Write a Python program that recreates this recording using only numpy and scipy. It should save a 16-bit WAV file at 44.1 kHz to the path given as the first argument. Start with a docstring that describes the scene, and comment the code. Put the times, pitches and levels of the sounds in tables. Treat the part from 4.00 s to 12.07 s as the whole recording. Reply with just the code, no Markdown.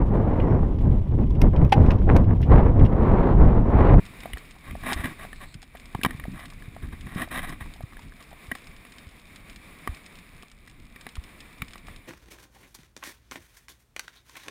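"""Horse ride along a sandy shore

A walking horse, heard from a cased camera that the rider holds out on a pole. Steps and jolts land as
dull thuds, and a loose fitting clunks in time with the gait. The hand rubs and knocks the pole, ringing
the plastic case, and the tack ticks. Surf and wind come through the case, coloured by its resonances,
over a low buffeting."""
import sys
import numpy as np
from scipy import signal
from scipy.fft import rfft, irfft
from scipy.io import wavfile
from scipy.ndimage import uniform_filter1d

SR = 44100
rng = np.random.default_rng(int(sys.argv[2]) if len(sys.argv) > 2 else 0)


def inscribe(sig):
    """Save sig as 16-bit PCM at rate SR to the path in sys.argv[1].

    A 1-D sig is mono; a 2-D sig holds one channel per row.
    Samples are clipped to [-1, 1] before scaling.
    """
    pcm = np.round(np.clip(np.atleast_2d(sig).T, -1, 1) * 32767)
    wavfile.write(sys.argv[1], SR, pcm.astype(np.int16))


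N = 355887
T = np.arange(N) / SR

# resonances of the plastic case when touched: (frequency [Hz], width [Hz], gain [dB])
CASE_MODES = [(354, 200, -14.5), (683, 260, -1.5), (1108, 210, 3), (1715, 190, -2), (1892, 400, 2.5),
              (2277, 140, -2), (3090, 430, -10), (3730, 350, -8.5), (4930, 2300, -23), (8250, 290, -15),
              (9990, 960, -13.5), (10720, 110, -13), (13650, 280, -24), (13830, 910, -17.5),
              (14900, 300, -23)]
# resonances of the small hard parts of the tack: (frequency [Hz], width [Hz], gain [dB])
TACK_MODES = [(2500, 2400, 4.5), (3670, 720, -4), (5070, 230, 2.5), (6500, 1600, -1), (8270, 270, 5.5)]


def thuds(rise_cycles=0.2, fall_cycles=0.79, size=4096):
    """Each step or jolt is a soft pressure swell that dies away in about one cycle."""
    # steps and jolts: (time [s], level [dB], pitch [Hz])
    blows = [(0.341, -25, 52.3), (0.964, -24, 58.3), (0.999, -23, 65.3), (1.046, -21.5, 124),
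             (1.554, -31, 127), (1.952, -21.5, 123), (1.992, -26.5, 218), (2.064, -15, 173),
             (2.15, -26.5, 116), (2.241, -29.5, 44), (2.283, -22, 178), (2.298, -31.5, 156),
             (2.683, -29.5, 112), (2.834, -26, 65), (2.849, -28, 88), (2.932, -29, 65), (3.161, -18.5, 177),
             (3.618, -29, 76), (3.839, -24.5, 104), (4.487, -32, 75), (4.522, -29, 200), (5.071, -36, 70),
             (5.894, -23.5, 63), (5.92, -32, 50), (7.184, -24, 58), (7.622, -26, 147)]
    out = np.zeros(N)
    t = T[:size] - T[size // 2]
    for s, db, hz in blows:
        cycles = hz * t
        swell = np.exp(-(cycles / np.where(t < 0, rise_cycles, fall_cycles)) ** 2)
        add(out, s + t[0], undb(db) * swell * np.cos(2 * np.pi * cycles))
    return out


def pole_knocks(gain_db=5, crack_gain_db=21, push_s=0.0004, lag_s=0.0005, scatter_s=4.6, creak_count=36):
    """Plastic parts jump against each other: a dry note, a flex of the wall, a rattle and a crack."""
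    # knocks of pole and case: (time [s], level [dB], pitch [Hz], crack level [dB], decay [cycles])
    knocks = [(0.233, -32, 2350, -45, 2), (0.333, -28, 2920, -34.5, 5.5), (0.371, -29.5, 1500, -45, 1.4),
              (0.709, -34.5, 2260, -44.5, 3), (0.922, -17.5, 795, -44, 1.3), (1.043, -28, 1860, -45, 3),
              (1.329, -34.5, 1770, -45, 7.4), (1.9477, -22, 880, -42, 1.6), (2.013, -35, 1650, -44, 7),
              (2.0338, -16, 2950, -29, 2.5), (2.048, -10.5, 1054, -25.5, 1.7), (2.059, -18, 1060, -31, 2.9),
              (2.107, -28, 1850, -39.5, 5), (2.197, -32, 1870, -41, 5.1), (2.238, -33.5, 1860, -48, 4.7),
              (2.622, -41, 1700, -54, 5), (3.218, -23.5, 1820, -31, 6.6), (3.382, -27, 1950, -36, 9.3),
              (3.968, -37.5, 1710, -49.5, 4.3), (4.514, -26.5, 1635, -36, 6.2),
              (4.517, -26.5, 1924, -38.5, 9.2), (4.551, -33, 1760, -44, 4.5), (4.85, -36.5, 2430, -48.5, 2),
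              (5.874, -22, 1104, -36.5, 2.7), (6.431, -41, 1160, -51, 1.6), (6.675, -41.5, 1950, -55, 4.7),
              (6.96, -35, 2300, -50, 1.3), (7.066, -28, 2200, -43, 1.6), (7.167, -36.5, 1080, -50, 1.9),
              (7.619, -22, 2350, -34.5, 3.5), (7.756, -35, 1070, -50, 1.2), (7.883, -35, 990, -52, 1.4)]
    # faint knocks and scuffs come at random during the first few seconds
    faint_knocks = []
    for when, strength, pitch in rng.random((creak_count, 3)):
        db = -47 + 9 * (strength - 0.5)
        faint_knocks.append((scatter_s * when, db, 700 * 3 ** pitch, db - 16, 3))
    out = np.zeros(N)
    for s, db, hz, crack_db, cycles in knocks + faint_knocks:
        note = mode(hz, decay_s=cycles / hz)
        # the blow sways the pole and dents the wall; high notes dent it less
        sway = undb(-18) * mode(hz=253, decay_s=0.012)
        dent = undb(-6) * min(1100 / hz, 1) * mode(hz=373, decay_s=0.0021)
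        # bouncing parts ring the case and clack an octave below the note
        bounces = chatter(decay_s=0.0022, grit=0.6)
        clack = undb(-9) * band(bounces, hz / 2, width_hz=1130)
        rattle = band(steep_ring(bounces, CASE_MODES), hz, width_hz=1340) + clack
        blow = note + dent + sway + undb(-5) * rattle / np.abs(rattle).max()
        attack = 1 - np.exp(-T[:len(blow)] / push_s)
        add(out, s + lag_s, undb(db + gain_db) * blow * attack)
        # the hard edge of the contact radiates mostly treble
        contact = chatter(decay_s=0.002, grit=0.18)
        snap = undb(-14) * steep_ring(contact, [(2940, 450, 11.0), (11400, 4900, -24)])
        crack = np.diff(steep_ring(contact, CASE_MODES) + snap, prepend=0)
        add(out, s + lag_s + push_s, undb(crack_db + crack_gain_db) * crack / np.linalg.norm(crack))
    return out


def fitting_clunks(gain_db=5, body_db=-16, edge_db=4, metal_db=2):
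    """A loose fitting meets its stop: a hollow note, a little body and a trace of metal."""
    # clunks in time with the gait: (time [s], level [dB])
    clunks = [(0.257, -27), (0.753, -30.5), (1.25, -33.5), (1.751, -36.5), (2.254, -34), (2.765, -34.5),
              (3.276, -38), (3.807, -35), (4.329, -39)]
    out = np.zeros(N)
    for s, db in clunks:
        contact = chatter(decay_s=0.0016, grit=0.71)
        hollow = mode(hz=690, decay_s=0.0026)
        body = undb(body_db) * mode(hz=240, decay_s=0.0097)
        edge = undb(edge_db) * steep_ring(contact, CASE_MODES)
        metal = undb(metal_db) * ring(contact, [(11240, 110, 0), (12540, 98, 0)])
        add(out, s, undb(db + gain_db) * (hollow + body + edge + metal))
    return out


def hand_rubs(gain_db=1, slips_per_s=2200, uneven_db=3.5, stutter_db=1.85):
    """Skin sticks and slips on the pole; the slips ring the case and shake the pole."""
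    # strokes of the hand: (start [s], length [s], scrape level [dB], shudder level [dB])
    rubs = [(0.637, 0.066, -45, -53), (0.827, 0.034, -38.5, -43), (0.858, 0.064, -29, -36),
            (0.959, 0.049, -35.5, -42), (1.034, 0.023, -30, -31), (1.07, 0.053, -50.5, -46),
            (1.183, 0.054, -41.5, -59), (1.399, 0.033, -43, -55), (2.061, 0.066, -45.5, -46),
            (2.329, .12, -45, -54.5), (2.817, 0.028, -46, -41.5), (2.917, 0.013, -47, -41),
            (3.056, 0.12, -47, -44.5), (3.167, 0.06, -33, -35.5), (3.306, 0.088, -32, -42),
            (3.415, 0.036, -35, -50), (3.467, 0.065, -42, -42.5), (3.6, 0.016, -41, -45),
            (4.193, 0.017, -51, -63)]
    slips = (rng.random(N) < slips_per_s / SR) * rng.choice([-1, 1], N)
    slips = slips * undb(uneven_db * rng.standard_normal(N))
    slips *= undb(stutter_db * wander(rate_hz=250))
    scrape_gain, shudder_gain = sum(np.outer(undb(db), stroke(s, length)) for s, length, *db in rubs)
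    scrape = unit(steep_ring(slips, CASE_MODES))
    shudder = unit(steep_ring(slips, [(166, 93, -4.5), (245.8, 34, -1.5), (310, 59, -6)]))
    return undb(gain_db) * (scrape * scrape_gain + shudder * shudder_gain)


def tack_ticks(gain_db=15, faint_db=-47, spread_db=5.5, faint_count=100):
    """Tiny hard contacts in the tack, bright and dry, with fainter ones scattered between."""
    # the sharpest ticks: (time [s], level [dB])
    accents = [(0.205, -35), (0.382, -36.5), (0.51, -39), (0.9315, -16.5), (1.543, -35), (1.619, -39.5),
               (1.771, -39.5), (1.857, -39), (2.0335, -22), (2.457, -35), (2.502, -38), (3.01, -37),
               (3.738, -37), (4.206, -43.5), (4.552, -33.5), (4.671, -37), (4.984, -36.5), (5.36, -35.5),
               (5.498, -37.5), (5.561, -35.5), (6.063, -34.5), (6.155, -41), (6.425, -38.5), (7.011, -37.5),
               (7.09, -36), (7.155, -32), (7.239, -37.5), (7.405, -35.5), (7.683, -38), (7.78, -39),
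               (7.962, -38)]
    faint_times = rng.uniform(0, T[-1], faint_count)
    faint_levels = faint_db + spread_db * rng.standard_normal(faint_count)
    out = np.zeros(N)
    for s, db in accents + list(zip(faint_times, faint_levels)):
        contact = chatter(decay_s=0.006, grit=0.11)
        tick = band(ring(contact, TACK_MODES), hz=2560, width_hz=4200)
        add(out, s, undb(db + gain_db) * tick / np.linalg.norm(tick))
    return out


def surf(gain_db=5, cavity_db=-1, wash_db=1.3):
    """Surf and breeze hiss through the case and ring the air inside it."""
    # colour of the wash: (frequency [Hz], level [dB])
    spectrum = [(88, -20), (150, 4), (589, -7), (689, -6), (821, -10), (1140, -7), (1480, -9.5),
                (2360, 0.5), (2810, -12.5), (5150, -20.5), (6020, -22.5), (9820, -19.5), (11700, -34.5),
                (14500, -19.5), (16000, -36)]
    # resonances of the air in the case: (frequency [Hz], width [Hz], gain [dB])
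    cavity_modes = [(238, 100, -13), (715, 29, -10), (1103, 180, -3.5), (2340, 78, -30), (3675, 270, 3.5),
                    (9770, 330, 5), (14200, 600, -1)]
    # swell of surf and breeze: (time [s], level [dB])
    swell = [(0, -53.5), (0.42, -53.5), (0.58, -61.5), (0.8, -52.5), (1.25, -53), (1.66, -64), (1.9, -56.5),
             (2.58, -59), (3.2, -58), (4.12, -59.5), (4.45, -55.5), (5.1, -57.5), (5.95, -55.5),
             (6.45, -61.5), (6.82, -64.5), (7.0, -58.5), (7.6, -57), (8.07, -58)]
    hiss = colour(spectrum)
    wash = unit(hiss + undb(cavity_db) * ring(hiss, cavity_modes))
    wash *= undb(wash_db * wander(rate_hz=15))
    return wash * undb(np.interp(T, *np.transpose(swell)) + gain_db)


def wind_buffet(gain_db=0.5, gust_db=3.5):
    """Eddies buffet the case with a low, gusty rumble."""
    # colour of the rumble: (frequency [Hz], level [dB])
    spectrum = [(11, -47), (18, 1.5), (37, -4), (76, -8), (113, -12.5), (194, -15.5), (226, -17),
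                (300, -19.5), (390, -37), (660, -120)]
    # wind on the case, strongest while the pole is swung about: (time [s], level [dB])
    strength = [(0, -46.5), (0.65, -45), (0.95, -38.5), (1.2, -45.5), (1.82, -48.5), (2.1, -38.5),
                (2.6, -44.5), (3.25, -39), (4.1, -50), (5.5, -52.5), (6.8, -51.5), (8.07, -51)]
    rumble = unit(colour(spectrum) * undb(gust_db * wander(rate_hz=22)))
    return rumble * undb(np.interp(T, *np.transpose(strength)) + gain_db)


def swish(level_db=-61):
    """One light, thin swish, as of cloth sliding under the turning arm."""
    hiss = unit(steep_ring(rng.standard_normal(N), [(4060, 660, 0), (8000, 810, -5)]))
    return undb(level_db) * hiss * stroke(start_s=1.3, length_s=0.23)


def sand_crackle(level_db=-69, grains_per_s=130, uneven_db=7):
    """Sand and straps make a fine, faint crackle of tiny contacts."""
    grains = rng.random(N) < grains_per_s / SR
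    grains = grains * undb(uneven_db * np.minimum(rng.standard_normal(N), 2))
    return undb(level_db) * unit(band(ring(grains, TACK_MODES), hz=3300, width_hz=4200))


def stroke(start_s, length_s, grip_s=0.0098, press_db=4, release_s=0.015):
    """Envelope of one slide: it grips, presses harder towards its end and lets go."""
    t = T - start_s
    grip = np.clip(t / grip_s, 0, 1)
    press = undb(press_db * (np.clip(t / length_s, 0, 1) - 1))
    release = np.exp(-np.maximum(t - length_s, 0) / release_s)
    return grip * press * release


def chatter(decay_s, grit, size=2048):
    """One contact: a sharp impact and a quickly dying rattle."""
    burst = grit * rng.standard_normal(size) * np.exp(-T[:size] / decay_s)
    burst[0] += 1
    return burst


def mode(hz, decay_s, size=2048):
    """One struck mode dying away."""
    return np.sin(2 * np.pi * hz * T[:size]) * np.exp(-T[:size] / decay_s)


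def band(x, hz, width_hz):
    """One resonance, gain 1 at its centre."""
    return signal.lfilter(*signal.iirpeak(hz, hz / width_hz, fs=SR), x)


def ring(x, modes):
    """Resonances driven together: (frequency [Hz], width [Hz], gain [dB])."""
    return sum(undb(db) * band(x, hz, width) for hz, width, db in modes)


def steep_ring(x, modes):
    """Resonances applied twice, with deep valleys between them."""
    return sum(undb(db) * band(band(x, hz, width), hz, width) for hz, width, db in modes)


def colour(points):
    """Noise with a spectrum through (frequency [Hz], level [dB]) points."""
    hz, db = np.transpose(points)
    bins_hz = np.maximum(np.fft.rfftfreq(N, 1 / SR), 1)
    gain = undb(np.interp(np.log(bins_hz), np.log(hz), db))
    return irfft(rfft(rng.standard_normal(N)) * gain, N)


def wander(rate_hz):
    """Smooth random drift with an rms of one."""
    hold = int(SR / rate_hz)
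    steps = np.repeat(rng.standard_normal(N // hold + 1), hold)[:N]
    return unit(uniform_filter1d(steps, hold))


def add(out, s, x):
    """Mix a short sound in at time s."""
    i = max(int(s * SR), 0)
    out[i:i + len(x)] += x[:max(N - i, 0)]


def undb(db):
    """Decibels to gain."""
    return 10 ** (np.asarray(db) / 20)


def unit(x):
    """Scale to an rms of one."""
    return x / np.sqrt(np.mean(x ** 2))


def scene():
    """Everything meets at one microphone; the open beach gives no echo."""
    shore = surf() + wind_buffet()
    impacts = thuds() + fitting_clunks() + pole_knocks() + tack_ticks()
    textures = sand_crackle() + hand_rubs() + swish()
    return (shore + impacts + textures)[None]


def record(dry, notch_hz=6020, notch_width_hz=900, notch_depth=0.87, top_hz=15700):
    """The case notches a narrow band out of the treble, and the camera cuts the top."""
    notched = dry - notch_depth * band(dry, notch_hz, notch_width_hz)
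    return signal.sosfilt(signal.ellip(8, 0.2, 70, top_hz, fs=SR, output="sos"), notched)


dry = scene()
out = record(dry)
inscribe(out)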